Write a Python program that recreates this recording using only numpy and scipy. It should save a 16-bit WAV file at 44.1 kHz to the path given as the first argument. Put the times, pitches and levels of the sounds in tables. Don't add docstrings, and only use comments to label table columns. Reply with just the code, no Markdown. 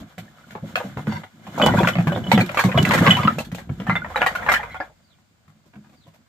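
import sys
import numpy as np
from scipy import signal
from scipy.fft import rfft, irfft, next_fast_len
from scipy.io import wavfile
from scipy.ndimage import uniform_filter1d

SR = 44100
rng = np.random.default_rng(int(sys.argv[2]) if len(sys.argv) > 2 else 0)


def convert_level_to_amplitude(level_db):
    exponent = np.asarray(level_db, float) / 20
    return 10 ** exponent


def transcribe(signal):
    frames = np.atleast_2d(signal).T
    limited = np.clip(frames, -1, 1)
    pcm = np.round(limited * 32767).astype(np.int16)
    wavfile.write(sys.argv[1], SR, pcm)


N = 277006
BUCKET_LIFTED_S = 3.85

# start_s, peak_db, strongest_ring_hz, upper_modes_db, crack_db
SETTLING_BLOWS = [(0.181, -24.5, 730, -5, -18.5), (0.508, -31, 1427, 1, -18.5), (0.552, -23, 870, -20, -52),
                  (0.757, -6.5, 716, 4.5, -27.5), (0.802, -20.5, 960, -22, -44),
                  (0.841, -24.5, 564, -27, -37), (0.972, -20, 583, -14, -29),
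                  (1.071, -20.5, 437, -8.5, -29), (1.122, -21.5, 920, -12, -26.5),
                  (1.236, -26.5, 746, -5, -30), (1.468, -29, 725, -9, -32), (1.579, -15, 678, -28, -23.5),
                  (1.599, -9, 644, -22, -42)]
TILTING_BLOWS = [(1.617, -5, 595, -3.5, -30.5), (1.636, -4.5, 580, -29.5, -31),
                 (1.664, -1, 667, -19.5, -33), (1.739, -9.5, 627, -30.5, -42.5),
                 (1.783, -16, 1460, -12, -30.5), (1.804, -10, 676, -34, -29.5),
                 (1.833, -10, 590, -11.5, -31), (1.874, -1.5, 1440, -9.5, -30),
                 (1.955, -13.5, 610, -8, -47), (1.986, -15, 645, -10, -33), (2.072, -12, 642, -8.5, -27),
                 (2.121, -15.5, 576, -17, -30), (2.162, -13.5, 635, -13, -37),
                 (2.265, -27.5, 483, -22, -38), (2.317, 0.5, 899, -7.5, -22), (2.378, -3, 714, -4, -31.5),
                 (2.404, -9, 1540, -12, -23), (2.493, -17, 515, -6, -29), (2.546, -16, 940, -10, -23)]
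POURING_BLOWS = [(2.573, -7.5, 2386, -13, -23), (2.593, -6, 1494, -15.5, -20.5),
                 (2.639, -9, 2110, -19.5, -20.5), (2.686, -18.5, 1040, -36, -30),
                 (2.717, -17, 1020, 5, -35), (2.745, -17, 485, -20, -80), (2.776, -2, 545, -5, -30),
                 (2.852, -6, 2006, -9, -22.5), (2.910, -2, 2030, -12.5, -29), (2.935, -9, 514, -5.5, -10),
                 (2.978, -7, 2100, -7, -19), (3.022, -14.5, 550, -27.5, -26), (3.066, -1.5, 1156, -3, -39),
                 (3.104, -5, 1970, -3, -31), (3.169, -10.5, 976, 3, -28.5),
                 (3.233, -10.5, 1193, -6.5, -31.5), (3.275, -9, 1000, -1, -34),
                 (3.385, -14.5, 593, -13.5, -18.5), (3.448, -36.5, 1720, 20, -7.5),
                 (3.517, -28.5, 556, -5, -12.5), (3.548, -25, 540, -3, -13.5), (3.584, -27.5, 550, -5, -9),
                 (3.694, -30, 607, -12, -44)]
TUMBLING_BLOWS = [(3.801, -23.5, 512, -6, -29), (3.868, -19, 1240, -17, -29),
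                  (3.896, -7.5, 1388, -12.5, -38.5), (3.955, -9.5, 2060, -10, -38.5),
                  (4.046, -18, 1366, -17, -59), (4.103, -26.5, 960, -28.5, -28),
                  (4.159, -6, 848, -7.5, -31), (4.210, -13, 1410, -16.5, -32),
                  (4.218, -2.5, 1437, -6.5, -38), (4.263, -4.5, 1896, -18, -23.5),
                  (4.352, -13.5, 1437, -4.5, -22), (4.423, -20.5, 860, -11.5, -33.5),
                  (4.464, -13.5, 822, -9, -33), (4.49, -3.5, 2100, -6.5, -30.5),
                  (4.518, -7, 1930, -13.5, -15.5), (4.539, -0.5, 1378, 1, -30), (4.631, -20, 953, -11, -34),
                  (4.745, -24, 884, -14, -29), (4.803, -15.5, 904, -14.5, -45),
                  (4.898, -44.5, 595, -39, -36)]
SANDAL_SCUFFS = [(5.181, -53.5, 560, -9, -18), (5.479, -47, 1127, -8, -18), (5.657, -54, 580, -38, -11),
                 (5.734, -40.5, 646, -5.5, -26), (5.843, -48, 1300, -6, -23.5),
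                 (5.893, -47.5, 632, -8, -16), (5.922, -46, 632, -9, -19), (6.066, -41.5, 648, -19, -20.5),
                 (6.137, -48, 628, -7, -10.5)]
STONE_BLOWS = SETTLING_BLOWS + TILTING_BLOWS + POURING_BLOWS + TUMBLING_BLOWS + SANDAL_SCUFFS

# start_s, peak_db, strongest_note_hz
THUMPS_AND_STEPS = [(0.179, -28.5, 172), (0.624, -24.5, 158), (0.967, -23, 134), (1.074, -14, 211.8),
                    (1.628, -13.5, 214), (1.698, -23, 122), (1.739, -19, 177), (1.78, -12, 186.4),
                    (1.83, -8.5, 174), (1.985, -10.5, 174.4), (2.07, -10, 168), (2.281, -16.5, 182),
                    (2.335, -5, 210.3), (2.373, -5.5, 182.2), (1.958, -12.5, 178.4), (2.645, -6.5, 188.6),
                    (2.751, -11, 131), (2.792, -8, 155), (2.823, -12, 186), (2.904, -22, 134),
                    (3.008, -9, 174.5), (3.079, -6.5, 179.5), (3.189, -16, 142.4), (3.249, -13, 195.7),
                    (3.368, -23, 168), (3.524, -20.5, 176.6), (3.696, -19.5, 135.5), (3.794, -20.5, 188),
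                    (3.886, -14.5, 183.6), (3.918, -18, 171.6),
                    (0.009, -55, 110), (0.846, -26, 197), (1.14, -26.5, 153), (5.478, -44.5, 155),
                       (5.658, -48, 159.4), (5.763, -33.5, 210), (5.899, -46, 213), (6.074, -42.5, 159.4)]
LOW_BLOWS = THUMPS_AND_STEPS

# frequency_hz, level_db (per Hz)
MIC_TREBLE = [(2060, -13.5), (3830, -8.5), (4900, -16), (7320, -15), (10500, -25), (11700, -17),
              (14800, -21.5), (16000, -31)]


def level(x, db):
    return x * convert_level_to_amplitude(db) / np.sqrt(np.mean(x ** 2))


def curve(table):
    s, *columns = np.transpose(table)
    return [np.interp(np.arange(N) / SR, s, c) for c in columns]


def colour(x, points):
    hz, db = np.transpose(points)
    n = next_fast_len(x.shape[-1])
    f = np.maximum(np.fft.rfftfreq(n, 1 / SR), 1)
    gain = convert_level_to_amplitude(np.interp(np.log(f), np.log(hz), db))
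    return irfft(rfft(x, n) * gain, n)[..., :x.shape[-1]]


def resonate(x, hz, width_hz):
    return signal.lfilter(*signal.iirpeak(hz, hz / width_hz, fs=SR), x)


def both_ports(mid, side):
    return mid + side * np.array([[1], [-1]])


def pair(x, hz, chance, alike_hz=1000):
    spread = np.pi * np.tanh((hz / alike_hz / 2) ** 1.4) * chance
    return x[..., None] + np.array([.5, -.5]) * spread[..., None]


def walk(rate, count):
    k = int(SR / rate)
    held = np.repeat(rng.standard_normal((count, N // k + 1)), k, axis=1)
    return 1.3 * uniform_filter1d(uniform_filter1d(held, k), k)[:, :N]


def slips(rate, scatter_db, count):
    clicks = 1. * (rng.random((count, N)) < rate / SR)
    signs = rng.standard_normal((count, N))
    size_db = scatter_db * rng.standard_exponential((count, N)).clip(0, 6)
    return clicks * signs * convert_level_to_amplitude(size_db)


def add(out, s, sound, db, pan_db):
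    i = int(s * SR)
    n = min(sound.shape[1], N - i)
    gain = convert_level_to_amplitude(db + np.array([[pan_db], [-pan_db]]) / 2)
    out[:, i:i + n] += sound[:, :n] / np.abs(sound).max() * gain


def ring(hz, db, t60, chance, contact_s, size):
    t = np.arange(size) / SR
    phase = pair(2 * np.pi * chance[0], hz, 2 * chance[1] - 1).T
    pole = np.exp((2j * np.pi * hz - np.log(1000) / t60) / SR)
    modes = np.cumprod(np.repeat(pole[:, None], size, axis=1), axis=1)
    build_up = 1 - np.exp(-(t / contact_s) ** 2)
    return ((convert_level_to_amplitude(db) * np.exp(1j * phase)) @ modes).imag * build_up


def aftermath(rows, db, t60):
    kicks = np.zeros(N)
    kicks[[int(row[0] * SR) for row in rows]] = [convert_level_to_amplitude(row[1] + db) ** 2 for row in rows]
    power = signal.lfilter([1], [1, -convert_level_to_amplitude(-120 / t60 / SR)], kicks)
    return uniform_filter1d(np.sqrt(power), 300)


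def clacks(split_hz=1300, top_hz=5500, t60_s=0.024, main_t60_s=0.039, main_db=4, scatter_db=10):
    scuff_from_s, scuff_drag = 5, 1.2
    out, size = np.zeros((2, N)), 4000
    t = np.arange(size) / SR
    for s, db, hz, upper_db, crack_db in STONE_BLOWS:
        chatter_s = 0.025 * (700 / hz) ** 0.045 * (scuff_drag if s > scuff_from_s else 1)
        chance = rng.random((5, 40))
        noise = rng.standard_normal((3, size))
        dying = np.exp(-(t / np.clip(chatter_s, .002, .06)) ** 2)
        contacts = (rng.random(size) < 600 / SR) * noise[2] * dying
        contacts[0] = 2.6 if s < scuff_from_s else .5

        notes = np.r_[hz, 450 * (top_hz / 450) ** ((np.arange(39) + chance[2, 1:]) / 39)]
        tilt_db = (upper_db + 11.5) * (1 + np.tanh(2 * np.log2(notes / split_hz))) / 2
        tilt_db -= 16 * np.maximum(np.log2(notes / 2500), 0)
        tilt_db -= 7 * np.maximum(np.log2(hz / notes) - .6, 0)
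        pile_loss_db = 10 * np.maximum(np.log2(750 / notes), 0) + 7 * (notes > 2500)
        tilt_db -= (s > BUCKET_LIFTED_S) * pile_loss_db
        gain_db = tilt_db + np.r_[main_db, -scatter_db * chance[3, 1:]]
        crowd_t60_s = t60_s * (1.2 - .5 * chance[3, 1:]) * (1500 / notes[1:]) ** .6
        body = ring(notes, gain_db, np.r_[main_t60_s, crowd_t60_s], chance, 0.00055, size=2800)
        pan_db = 5 * (chance[4, 0] - .5)
        clack = signal.fftconvolve(body, contacts[None])[:, :2 * size]
        add(out, s - .001, clack, db + 0.5, pan_db)

        patches = np.c_[np.linspace(2000, 16000, 140), 3 * rng.exponential(size=140).clip(0, 5)]
        crack_decay = convert_level_to_amplitude(-60 * t / 0.044) + 0.12 * convert_level_to_amplitude(-60 * t / 0.067)
        puffs = np.sqrt(signal.fftconvolve(contacts ** 2, crack_decay)[:size].clip(0))
        crack = colour(colour(noise[:2], MIC_TREBLE), patches) * puffs * np.tanh(t / 0.0015)
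        add(out, s - .001, crack, db + crack_db + 9.5, pan_db)
    return out


def thumps():
    out = np.zeros((2, N))
    mode_db = np.array([1.5, -12.5, -6.0, -17.5])
    mode_t60_s = 0.17 * np.array([0.96, 0.38, 0.97, 1.0])
    for s, db, hz in LOW_BLOWS:
        chance = rng.random((2, 4))
        notes = hz * np.array([1, 1.5, .66, 1.5])
        boom = ring(notes, mode_db, mode_t60_s, chance, 0.0082, size=9000)
        add(out, s - .004, boom, db, 0)
    return out


def slab():
    # start_s, peak_db
    slab_blows = [(1.6214, -9), (1.638, -12), (1.667, -14.5), (1.933, -27), (2.1247, -29), (2.2394, -30.5),
                  (2.269, -26), (2.349, -25.5), (2.784, -10), (3.0786, -19.5), (3.1066, 0), (3.1503, -14.5),
                  (3.2124, -27.5), (3.248, -21)]
    slab_hz, slab_db, t60_s = np.array([2984, 3370, 7300]), np.array([0, -8, -24]), np.full(3, 0.055)
    out = np.zeros((2, N))
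    for s, db in slab_blows:
        chance = rng.random((2, 3)) * [[1], [.5]] + [[0], [.25]]
        notes = slab_hz * (1 + 0.019 * (chance[0] - .5))
        add(out, s - .001, ring(notes, slab_db, t60_s, chance, 0.0025, size=8000), db, 0)
    return out


def clinks():
    # start_s, peak_db, pitch_hz
    clear_rings = [
        (2.408, -13, 2376),
        (3.278, -3, 1294),
        (3.96, -22, 3530),
        (4.018, -22.5, 1444),
        (4.164, -23, 3880),
    ]
    out = np.zeros((2, N))
    for s, db, hz in clear_rings:
        chance = rng.random((2, 1))
        clink = ring(np.array([hz]), np.zeros(1), np.array([.035]), chance, 0.0026, size=6000)
        add(out, s, clink, db, 0)
    return out


def slide():
    # time_s, sliding_speed_db, wall_drag_db
    load_motion = [(0, -55, -35), (0.15, -58.5, -62.5), (0.74, -51.5, -42.5), (1.22, -47, -39),
                   (1.3, -67, -65.5), (1.54, -41, -36), (1.7, -30.5, -19.5), (2.04, -44.5, -38.5),
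                   (2.15, -42.5, -25.5), (2.68, -39.5, -44), (2.95, -24, -21), (3.2, -26.5, -31),
                   (3.48, -60.5, -43), (3.65, -62, -40), (3.86, -46.5, -37.5), (4.56, -35.5, -43.5),
                   (4.86, -63, -57.5), (4.93, -70.5, -65)]
    # mode_hz, width_hz, level_db
    load_modes = [(635, 160, 8.5), (1000, 24, 4.5), (1300, 450, 3), (1580, 280, 1.5), (2100, 33, 6),
                  (2357, 18, 1.5), (3000, 26, -1), (3390, 120, -4)]
    # mode_hz, width_hz, level_db
    high_modes = [(4430, 22, -6), (5372, 47.7, -4.5), (6550, 130, -5), (7280, 120, -4), (8470, 20, -17)]
    # mode_hz, width_hz, level_db
    wall_modes = [(110, 15, -1), (162.1, 57, 0.5), (204, 46, -1.5), (332, 24, -8.5)]
    speed_db, drone_db = curve(load_motion)
    debris = aftermath(STONE_BLOWS, -29.5, .4)
    rocking = aftermath(LOW_BLOWS, -10, 0.35)
    buried = np.arange(N) > BUCKET_LIFTED_S * SR
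    grind_db = 20 * np.log10(np.hypot(convert_level_to_amplitude(speed_db), debris))
    grit_db = -50.5 + 0.79 * (grind_db + 44.5) - 6.5 * buried
    flutter_db = 2.5 * walk(30, count=3)

    grind = 0
    for hz, width_hz, db in load_modes:
        mid, side = resonate(resonate(slips(1000, 2.4, count=2), hz, 1.3 * width_hz), hz, 700)
        mode_db = db - 5 * buried * (hz > 2800)
        grind = grind + convert_level_to_amplitude(mode_db) * both_ports(mid, min(hz / 2200, 1) * side)

    grains = slips(12000, 1.5, count=2)
    chime = sum(convert_level_to_amplitude(db) * resonate(resonate(grains, hz, 2.1 * w), hz, 400) for hz, w, db in high_modes)
    grit = level(colour(grains, MIC_TREBLE), -1.8) + level(chime, -13)

    push = slips(300, 1.1, count=2)
    mid, side = sum(convert_level_to_amplitude(db) * resonate(resonate(push, hz, 1.2 * w), hz, 1.2 * w) for hz, w, db in wall_modes)
    drone = level(both_ports(mid, 0.13 * side), -0.11)

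    stones = level(grind, 0.044) * convert_level_to_amplitude(grind_db + flutter_db[0])
    hiss = grit * convert_level_to_amplitude(grit_db + flutter_db[0] + .5 * flutter_db[1])
    return stones + hiss + drone * np.hypot(convert_level_to_amplitude(drone_db), rocking) * convert_level_to_amplitude(flutter_db[2])


def rub():
    # time_s, level_db
    drag_levels = [
        (1.091, -44),
        (1.12, -33.5),
        (1.15, -39),
        (1.167, -31),
        (1.21, -64),
        (1.23, -76),
    ]
    # mode_hz, width_hz, level_db
    rubbed_modes = [(960, 29, 1.5), (1540, 58, -6), (2055, 82, -9), (2770, 73, -17), (3570, 80, -16),
                    (4550, 70, -14), (5580, 75, -24), (6570, 60, -24)]
    drag = slips(1400, 0.98, count=2)
    mid, side = sum(convert_level_to_amplitude(db) * resonate(resonate(drag, hz, 1.5 * w), hz, 3 * w) for hz, w, db in rubbed_modes)
    db = curve([(0, -200), *drag_levels, (drag_levels[-1][0] + .01, -200)])[0]
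    touching = np.arange(N) / SR > drag_levels[0][0]
    return level(both_ports(mid, 0.68 * side), 0) * convert_level_to_amplitude(db) * touching


def rings():
    # start_s, peak_db, pitch_hz, rocking_s
    load_rings = [(1.548, -37.5, 1500, 0.01), (1.681, -19.5, 1435, 0.014), (1.699, -23, 990, 0.015),
                  (1.715, -25, 1970, 0.016), (1.771, -16.5, 1520, 0.013), (1.772, -29.5, 2410, 0.012),
                  (1.785, -13, 1010.0, 0.01), (1.79, -23.5, 3340, 0.01), (1.8, -26, 2440, 0.012),
                  (1.846, -15.5, 1017, 0.0087), (1.845, -14, 1540, 0.0036), (1.848, -29, 3460, 0.01),
                  (1.88, -31.5, 2593, 0.018), (1.98, -32, 2450, 0.018), (2.086, -26.5, 1540, 0.031),
                  (2.148, -29.5, 3430, 0.008), (2.345, -24.5, 3390.0, 0.015), (2.405, -27, 4290, 0.012),
                  (2.551, -30, 2270, 0.0066), (2.585, -22, 2320, 0.014), (2.595, -14, 1700, 0.0066),
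                  (2.617, -40, 3460, 0.011), (2.645, -30, 4220, 0.006), (2.65, -35, 2300, 0.0081),
                  (2.688, -30, 2390.0, 0.0069), (2.72, -33.5, 2410, 0.0088), (2.746, -22, 1190, 0.027),
                  (2.767, -31, 3580, 0.0098), (2.894, -17, 1230, 0.019), (2.908, -13.5, 1810, 0.01),
                  (2.936, -16, 2030, 0.012), (2.98, -17.5, 1760, 0.0085), (3.021, -27.5, 1350, 0.012),
                  (3.056, -10, 1160, 0.016), (3.066, -11.5, 2150, 0.018), (3.16, -25, 900, 0.026),
                  (3.189, -15.5, 1223, 0.011), (3.25, -15.5, 1150, 0.013)]
    pile_rings = [(4.144, -26.5, 1300, 0.03), (4.199, -33, 3440, 0.032), (4.27, -24, 2950, 0.0072),
                  (4.268, -27, 3900, 0.0074), (4.384, -25, 1430, 0.0049), (4.429, -29, 1840.0, 0.006),
                  (4.487, -12.5, 1140, 0.0042), (4.485, -9, 1640, 0.0059), (4.549, -12, 1750, 0.012),
                  (4.545, -23, 3000, 0.0069), (4.57, -36, 3200, 0.018), (4.593, -24.5, 820, 0.0069),
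                  (4.6, -27, 1840, 0.0073), (4.7, -36, 2160, 0.02), (4.712, -46, 4020, 0.014),
                  (4.716, -50, 3150.0, 0.012), (4.73, -39, 2100, 0.012), (4.751, -29.5, 1410, 0.0083),
                  (4.76, -45, 3280, 0.012), (4.775, -41, 2150, 0.02), (4.804, -21.5, 1673, 0.011),
                  (4.805, -43.5, 4830, 0.012)]
    hollow_rings = [(0.005, -37.5, 278, 0.021), (1.617, -18, 273, 0.011), (1.661, -21, 260.0, 0.015),
                    (1.802, -14, 343, 0.013), (2.073, -28, 333, 0.016), (2.429, -21.5, 350, 0.0068),
                    (2.645, -24.5, 360, 0.014), (2.776, -19, 385, 0.029), (2.831, -30, 397, 0.0096),
                    (2.934, -15.5, 503, 0.012), (3.009, -19, 300, 0.009), (3.379, -39, 280, 0.008),
                    (4.798, -33.5, 336, 0.011), (5.655, -48.5, 266.7, 0.016), (5.736, -48, 296, 0.012),
                    (5.798, -51, 223, 0.015), (5.868, -48, 215.3, 0.012), (5.93, -53, 238, 0.014),
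                    (5.981, -53, 220.0, 0.016), (6.061, -50, 286, 0.01), (6.2, -58, 260, 0.011)]
    stray_rings = [(0.02, -41, 625, 0.0089), (0.219, -36, 210, 0.024), (0.279, -44, 1820, 0.0029),
                   (0.386, -50, 1380, .01), (0.438, -45, 1470, 0.0055), (0.552, -32, 400, 0.0037),
                   (0.635, -33, 566, 0.0095), (0.773, -20, 674, 0.005), (0.86, -36, 597, 0.0084),
                   (3.301, -32, 1840, 0.018), (3.388, -22, 2670, 0.0029), (3.452, -42, 3370, .005),
                   (3.87, -24.5, 1770, 0.0095), (3.88, -37, 3000, 0.0085), (3.9, -16.5, 2043, 0.019),
                   (3.9, -36.5, 4050, 0.021), (4.264, -13, 1860, 0.018), (5.14, -65, 2370, 0.018)]
    out, t = np.zeros((2, N)), np.arange(4000) / SR
    for s, db, hz, rocking_s in load_rings + pile_rings + hollow_rings + stray_rings:
        chance, luck = rng.random((2, 3)), rng.random((2, len(t)))
        dying = np.exp(-(t / max(1.4 * rocking_s, .002)) ** 2)
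        knocks = (luck[0] < 1500 / SR) * (2 * luck[1] - 1) * dying
        knocks[0] = 1
        chance[1] = .2 + .6 * chance[1]
        notes = hz * np.array([1, 1.06, .93])
        t60_s = np.full(3, .026 + 8 / hz)
        mode = ring(notes, np.array([0, -7, -8]), t60_s, chance, 0.0029, size=6000)
        add(out, s - .001, signal.fftconvolve(mode, knocks[None]), db + 0.5, 0)
    return out


def ticks(t60_s=0.04):
    # start_s, peak_db
    grit_cracks = [(1.472, -46.5), (1.662, -16.5), (1.789, -31.5), (2.462, -31), (2.517, -37.5),
                   (2.827, -23.5), (2.890, -23), (2.921, -20), (3.003, -32.5), (3.096, -27), (3.171, -29.5),
                   (3.335, -45), (3.735, -52.5)]
    out, t = np.zeros((2, N)), np.arange(3000) / SR
    for s, db in grit_cracks:
        noise = rng.standard_normal((3, len(t)))
        snaps = convert_level_to_amplitude(4 * uniform_filter1d(noise[2], 30) * np.sqrt(30))
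        envelope = snaps * convert_level_to_amplitude(-60 * t / t60_s) * np.tanh(t / .001)
        add(out, s - .001, colour(noise[:2], MIC_TREBLE) * envelope, db + 8, 0)
    return out


def ground():
    # time_s, level_db
    rumble_levels = [(0.0, -36), (0.07, -75), (1.1, -50), (1.38, -93), (1.7, -35), (2.17, -51.5),
                     (4.65, -43), (5.16, -76), (6.28, -81)]
    mid, side = resonate(resonate(rng.standard_normal((2, N)), 71, 41), 43, 66)
    return level(both_ports(mid, 0.14 * side), 0) * convert_level_to_amplitude(curve(rumble_levels)[0])


def bird():
    # start_s, peak_db
    chirp_starts = [
        (5.032, -50),
        (5.952, -47.5),
    ]
    # time_s after its start, pitch_hz, level_db
    chirp_shape = [(0, 4700, -12), (.02, 4630, -4), (.05, 4600, -6), (.062, 4100, -6), (.09, 3700, 0),
                   (.105, 3300, -4), (.13, 3100, -20)]
    out = np.zeros((2, N))
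    s, hz, db = np.transpose(chirp_shape)
    t = np.arange(int(s[-1] * SR)) / SR
    smear = signal.butter(2, 110, fs=SR, output="sos")
    for start, peak_db in chirp_starts:
        tone = np.sin(2 * np.pi * np.cumsum(np.interp(t, s, hz)) / SR) * convert_level_to_amplitude(np.interp(t, s, db))
        hoarse = signal.sosfilt(smear, rng.standard_normal((2, len(t))))
        rasp = 1 + np.tanh(t / .06) ** 4 * 1.5 * np.sin(2 * np.pi * 330 * t)
        add(out, start, tone * hoarse * rasp, peak_db, 0)
    return out


def air():
    # frequency_hz, level_db (per Hz)
    air_spectrum = [(20, -30), (92, 3), (427, -19.5), (4740, -23.5), (5880, -27.5), (7310, -23.5),
                    (10400, -38), (14800, -32.5)]
    mid, side = colour(rng.standard_normal((2, N)), air_spectrum) * convert_level_to_amplitude(walk(4, count=1))
    mid = mid + 0.5 * resonate(mid, 4720, 120)
    side = colour(side, [(100, -3.5), (700, 4.0), (3000, 0.5)])
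    return level(both_ports(mid, side), -62)


def yard(x, wet_db=-15):
    t = np.arange(int(.2 * SR)) / SR
    tail = colour(rng.standard_normal((2, len(t))), [(150, -29), (600, 3.5), (3500, 5.0), (12000, -19.0)])
    tail *= convert_level_to_amplitude(-60 * t / .12) * (t > .003)
    tail /= np.sqrt(np.sum(tail ** 2, axis=1, keepdims=True))
    return x + convert_level_to_amplitude(wet_db) * signal.fftconvolve(x, tail, axes=1)[:, :N]


def scene():
    stones = clacks() + thumps() + slab() + clinks() + slide() + rub() + rings() + ticks()
    return yard(stones + bird()) + ground() + air()


def roll_off(x):
    return signal.sosfilt(signal.butter(12, 16510, fs=SR, output="sos"), x)


def record(dry):
    rumble_free = signal.sosfilt(signal.butter(2, 38, "high", fs=SR, output="sos"), dry)
    rounded = 1.2 * np.tanh(rumble_free / 1.2)
    cut = signal.sosfilt(signal.ellip(8, .2, 60, 15300, fs=SR, output="sos"), rounded)
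    return roll_off(cut)


dry = scene()
out = record(dry)
transcribe(out)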